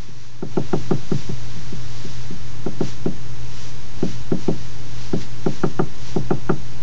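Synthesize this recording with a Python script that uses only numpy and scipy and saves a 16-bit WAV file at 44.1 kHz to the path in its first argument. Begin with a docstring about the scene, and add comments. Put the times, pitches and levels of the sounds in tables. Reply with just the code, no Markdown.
"""First comes the background of a quiet room: a low rumble, a mains hum and a hiss that swells now and then.
Then a woodpecker pecks at the outside of the wooden house wall: bursts of dull knocks, with light taps
between them. Each peck makes the wall ring and the room echo, and the tone shifts as the bird wanders
between two spots. A recorder rounds off the loudest knocks, which briefly turn the whole sound down."""
import sys
import numpy as np
from scipy import signal
from scipy.fft import rfft, irfft
from scipy.io import wavfile
from scipy.ndimage import map_coordinates

SR = 44100
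rng = np.random.default_rng(int(sys.argv[2]) if len(sys.argv) > 2 else 0)


def dump(signal):
    """Clip the signal to [-1, 1] and save it as 16-bit WAV at the path in sys.argv[1]."""
    limited = np.clip(np.atleast_2d(signal).T, -1, 1)
    pcm = np.round(limited * 32767).astype(np.int16)
    wavfile.write(sys.argv[1], SR, pcm)


N = 300762
TIME = np.arange(N) / SR
QUIET_UNTIL_S = 0.45   # when the background starts to come up


def from_db(db):
    """Turn decibels (dB) into a number to multiply by."""
    return 10 ** (np.asarray(db) / 20)


def unit_level(x):
    """Scale a sound so that its average level (rms) is 1."""
    return x / np.sqrt(np.mean(x ** 2) + 1e-20)


def shaped_noise(spectrum):
    """Steady noise that follows a table of frequencies and levels, and falls away past its ends."""
    hz, db = np.transpose(spectrum)
    freqs = np.maximum(np.fft.rfftfreq(N, 1 / SR), 1)
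    shape = from_db(np.interp(np.log(freqs), np.log(hz), db))
    edges = np.minimum(freqs / hz[0], 1) ** 2 * np.minimum(hz[-1] / freqs, 1) ** 2
    return unit_level(irfft(rfft(rng.standard_normal(N)) * edges * shape, N))


def drift(turns_per_s):
    """A smooth random wander, about 1 in size."""
    points = rng.standard_normal(400)
    return unit_level(map_coordinates(points, [TIME * turns_per_s], order=3, mode="wrap"))


# The tone of the rumble. Each row: frequency in Hz, relative level in dB.
RUMBLE_TONE = [(20, -11.5), (33, -2), (48, -1), (62, -6.5), (90, -6.5), (130, -5.5), (160, -9.5),
               (220, -15.5), (350, -18), (600, -25), (900, -26.5)]
def house_rumble():
    """The house gives off a deep, steady noise."""
    return from_db(-38) * shaped_noise(RUMBLE_TONE)


# How the hum rises and falls. Each row: time in seconds, level in dB.
HUM_LEVELS = [(0.3, -37.5), (1.1, -35), (1.9, -38.5), (3.1, -36), (4.0, -38.5), (5.3, -38), (5.75, -34),
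              (6.8, -38)]
def mains_hum(hz=120.8, waver_db=1.7, waver_radians=0.22):
    """Mains power hums at twice its own frequency, wavering a little."""
    level = from_db(np.interp(TIME, *np.transpose(HUM_LEVELS)))
    phase = 2 * np.pi * hz * TIME + waver_radians * drift(2.8)
    return level * np.sqrt(2) * np.sin(phase) * from_db(waver_db * drift(6.5))


# The tones of a broad hiss and a bright one. Each row: frequency in Hz, relative level in dB.
BROAD_HISS = [(180, -17), (300, -2), (372, -17), (442, -11), (479, -9), (678, -25), (875, -8.5),
              (1380, -12), (1750, -10), (2230, -12.5), (5850, -15), (6770, -13.5), (7340, -52.5),
              (9540, -40.5), (16100, -120)]
BRIGHT_HISS = [(1200, -13), (2500, -5), (4000, -2.5), (4800, -3), (5900, -0.5), (6800, -12), (7400, -3)]
def steady_hiss():
    """A broad hiss with a fainter, brighter one on top."""
    return from_db(-46) * shaped_noise(BROAD_HISS) + from_db(-51) * shaped_noise(BRIGHT_HISS)


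def background(quiet_db=-8.5, rise_s=0.086):
    """Rumble, hum and hiss start quiet, then come up together; the hiss changes least."""
    dip_db = quiet_db * np.clip(1 - (TIME - QUIET_UNTIL_S) / rise_s, 0, 1)
    return from_db(dip_db) * (house_rumble() + mains_hum()) + from_db(0.65 * dip_db) * steady_hiss()


# Soft swells of hiss. Each row: time of the peak in seconds, bright hiss level in dB, half-width in seconds.
HISS_SWELLS = [(0.03, -49.5, 0.067), (0.23, -50, 0.066), (0.82, -44.5, 0.17), (1.19, -41.5, 0.087),
               (1.55, -46, 0.21), (2.06, -43.5, 0.2), (2.879, -38.5, 0.041), (3.619, -41.5, 0.079),
               (4.09, -41.5, 0.074), (4.44, -43.5, 0.044), (4.62, -46.5, .12), (5.039, -43, 0.099),
               (5.22, -38.5, 0.022), (5.56, -43.5, 0.11), (6.089, -41, 0.063)]
def hiss_swells(roundness=1.35):
    """A mostly bright hiss rises to a peak and falls back (roundness 1 is pointed, 2 is a bell shape)."""
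    power = np.zeros(N)
    for peak_s, db, width_s in HISS_SWELLS:
        power += from_db(db) ** 2 * np.exp(-np.abs((TIME - peak_s) / width_s) ** roundness)
    return np.sqrt(power) * (shaped_noise(BRIGHT_HISS) + from_db(-4.5) * shaped_noise(BROAD_HISS))


def die_away(t, fade_s):
    """A fade that drops by 60 dB in fade_s seconds."""
    return np.exp(-np.log(1000) * t / fade_s)


# The notes the wall rings at. Each row: pitch in Hz, fade time in seconds,
# level in dB when pecked at the first spot, level in dB at the second spot.
WALL_NOTES = [(123.8, 0.32, -18, -30.5), (145.3, 0.18, -9, -24.5), (170.6, 0.3, -22.5, -54),
              (183.4, 0.14, -38, -10.5), (213.5, 0.048, 4, 2.4), (236.4, 0.15, -24.5, -17),
              (250.9, 0.043, 5.5, 6), (285.3, 0.04155, 5.5, 6.5), (312.6, 0.085, -8.5, -6),
              (331.6, 0.061, -1, -2.5), (353.6, 0.067, -6, -9.5), (357.2, 0.18, -30.5, -34.5),
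              (414.1, 0.055, -9.5, -10.5), (536.2, 0.12, -30, -22.5), (604.5, 0.044, -16, -16.5),
              (653, 0.08, -30.5, -17.5), (717, 0.052, -17, -19.5), (757.7, 0.049, -13.5, -18),
              (813, 0.064, -19, -27), (928, 0.074, -25.5, -31.5), (1078, 0.12, -44, -38.5),
              (1222, 0.033, -12.5, -38.5), (1353.5, 0.023, -11, -21.5), (1383, 0.048, -32.5, -35),
              (1680, 0.056, -35, -36), (1700, 0.013, -46, -38.5), (1910, 0.053, -47.5, -47),
              (2580, 0.043, -43.5, -55), (3010, 0.027, -51.5, -46)]
def wall_rings(t, rise_cycles=1.395, contact_s=0.0023):
    """Each note's ring. Slower waves carry the low notes through the wood, so they arrive and grow later."""
    hz, fade_s = np.array(WALL_NOTES)[:, :2].T[:, :, None]
    travel_s = 0.001814 * np.sqrt(1000 / hz)
    age = np.maximum(t - travel_s, 0)
    rise_s = np.maximum(rise_cycles / hz, contact_s)   # never shorter than the beak's push
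    rise = 1 - np.exp(-(age / rise_s) ** 2)
    return np.sin(2 * np.pi * hz * age) * rise * die_away(age, fade_s)


def beak_crunch(t, band_hz, fade_s):
    """The beak crushes wood fibres: a brief crunch, muffled by the wall."""
    band = signal.butter(3, band_hz, "band", fs=SR, output="sos")
    crunch = unit_level(signal.sosfilt(band, rng.standard_normal(len(t))))
    return crunch * (1 - np.exp(-t / 0.0016)) * die_away(t, fade_s)


# The bird's path. Each row: time in seconds, place from 0 (first spot) to 1 (second spot).
BIRD_PATH = [(0.42, 0.54), (0.7, .36), (1.11, 0.48), (1.6, .3), (2.3, 1), (2.75, .72), (3.06, 0.91),
             (4.3, 1), (4.48, 0.75), (5.13, 0.96), (5.46, 0.65), (5.75, 0.23), (6.15, .46), (6.35, 0.28)]
# The pecks. Each row: start in seconds, strength in dB, hardness in dB per octave (higher is brighter),
# crack of the beak in dB (added to the wall's high notes).
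BEAK_PECKS = [(0.0813, -26, -10.5, -5), (0.4218, -7, -2, -2.5), (0.568, 1.5, 0.8, -7.5),
              (0.7287, 2, 0.9, -5), (0.907, 3, -1.8, 0.5), (1.1131, -0.5, -6, 7), (1.2884, -10, -6.5, -13),
              (1.5576, -25.5, -16.5, 0), (1.7219, -14.5, -8.5, -12), (2.0445, -14.5, -6, -8),
              (2.3031, -15.5, -13, 3), (2.6592, -4.2, -1, -1), (2.8038, -0.3, -1.5, -1),
              (3.0561, -0.5, -3.5, 3), (4.024, 0.4, -3.5, 0), (4.3152, 1.5, -3.5, 6), (4.4788, 3, -1.5, -8),
              (5.13, 0, -3.5, 5), (5.4593, 1.8, -1.5, 1), (5.6325, 2.4, 0, 3), (5.7902, 2, 1.35, 0.5),
              (6.158, -0.1, -1.5, -7.5), (6.304, 2, 0.8, -2), (6.4918, 3, 0.3, 2.5)]
def pecking():
    """Every peck rings the same wall. The place sets the mix of notes; a soft peck loses the high ones."""
    t = np.arange(SR // 3) / SR
    rings = wall_rings(t)
    hz, _, first_db, second_db = np.transpose(WALL_NOTES)
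    octaves = np.log2(hz / 300)
    high_notes = hz > 1100
    out = np.zeros(N + len(t))
    for start_s, strength_db, hardness, crack_db in BEAK_PECKS:
        place = np.interp(start_s, *np.transpose(BIRD_PATH))
        mix = (1 - place) * from_db(first_db) + place * from_db(second_db)
        # a small shift of the beak matters more to the short waves of high notes
        shift_db = 0.58 * np.maximum(octaves, 0) * rng.standard_normal(len(hz))
        note_levels = mix * from_db(hardness * octaves + crack_db * high_notes + shift_db)
        knock = note_levels @ rings
        thud = beak_crunch(t, [547, 1020], fade_s=0.011) * from_db(-18 + 1.1 * hardness)
        tick = beak_crunch(t, [1410, 2960], fade_s=0.026) * from_db(-33 + 0.46 * hardness - 2.5 * place)
        start = round(start_s * SR)
        out[start:start + len(t)] += from_db(strength_db) * (knock + thud + tick)
    # the deep bass of the knocks is cut away below 120 Hz
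    return signal.sosfilt(signal.butter(2, 120, "high", fs=SR, output="sos"), out[:N])


# The room's echo, an octave at a time. Each row: middle frequency in Hz, level in dB, fade time in seconds.
ECHO_BANDS = [(171, -17, .42), (375, -13.5, 0.19), (745, -17.5, 0.2), (1370, -15, 0.15), (2780, -12, 0.098)]
def room_echo(knocks, build_s=0.0033):
    """Reflections around the room blur into dying noise, and the bass lasts longest."""
    t = np.arange(SR // 2) / SR
    echo = np.zeros(len(t))
    for hz, level_db, fade_s in ECHO_BANDS:
        tail = rng.standard_normal(len(t)) * die_away(t, fade_s) * (1 - np.exp(-t / build_s))
        octave = signal.butter(2, [hz / np.sqrt(2), hz * np.sqrt(2)], "band", fs=SR, output="sos")
        echo += from_db(level_db) * signal.sosfilt(octave, tail / np.linalg.norm(tail))
    return signal.fftconvolve(knocks, echo)[:N]


def limiter(x, limit_db=-9, attack_s=0.0012, look_ahead_s=0.0008, recovery_db_per_s=60):
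    """Turns the volume down just ahead of a loud peak, then brings it back at a steady rate."""
    over_db = np.maximum(20 * np.log10(np.abs(x) + 1e-9) - limit_db, 0)
    recovery_db = recovery_db_per_s * TIME
    held_db = np.maximum.accumulate(over_db + recovery_db) - recovery_db
    smoothing = np.exp(-1 / (attack_s * SR))
    cut_db = signal.lfilter([1 - smoothing], [1, -smoothing], held_db)
    return x * from_db(-np.interp(TIME + look_ahead_s, TIME, cut_db[0]))


def scene():
    """The knocks, their echo, the background and the swells, in one channel."""
    knocks = pecking()
    return (knocks + room_echo(knocks) + background() + hiss_swells())[None]


def record(dry):
    """A recorder limits and rounds the loudest knocks, cuts the high treble and shifts the wave off centre."""
    limited = limiter(dry)
    ceiling = np.where(limited > 0, 0.74, 0.52)   # the wave has more room upward than downward
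    rounded = limited / (1 + (limited / ceiling) ** 4) ** (1 / 4)
    treble_cut = signal.ellip(10, 0.2, 70, 7300, fs=SR, output="sos")
    # the shift settles as the background comes up
    first_shift, last_shift, settle_s = -0.11, -0.252, 0.12
    unsettled = np.exp(-np.maximum(TIME - QUIET_UNTIL_S, 0) / settle_s)
    shift = last_shift + (first_shift - last_shift) * unsettled
    return signal.sosfilt(treble_cut, rounded) + shift


dry = scene()
out = record(dry)
dump(out)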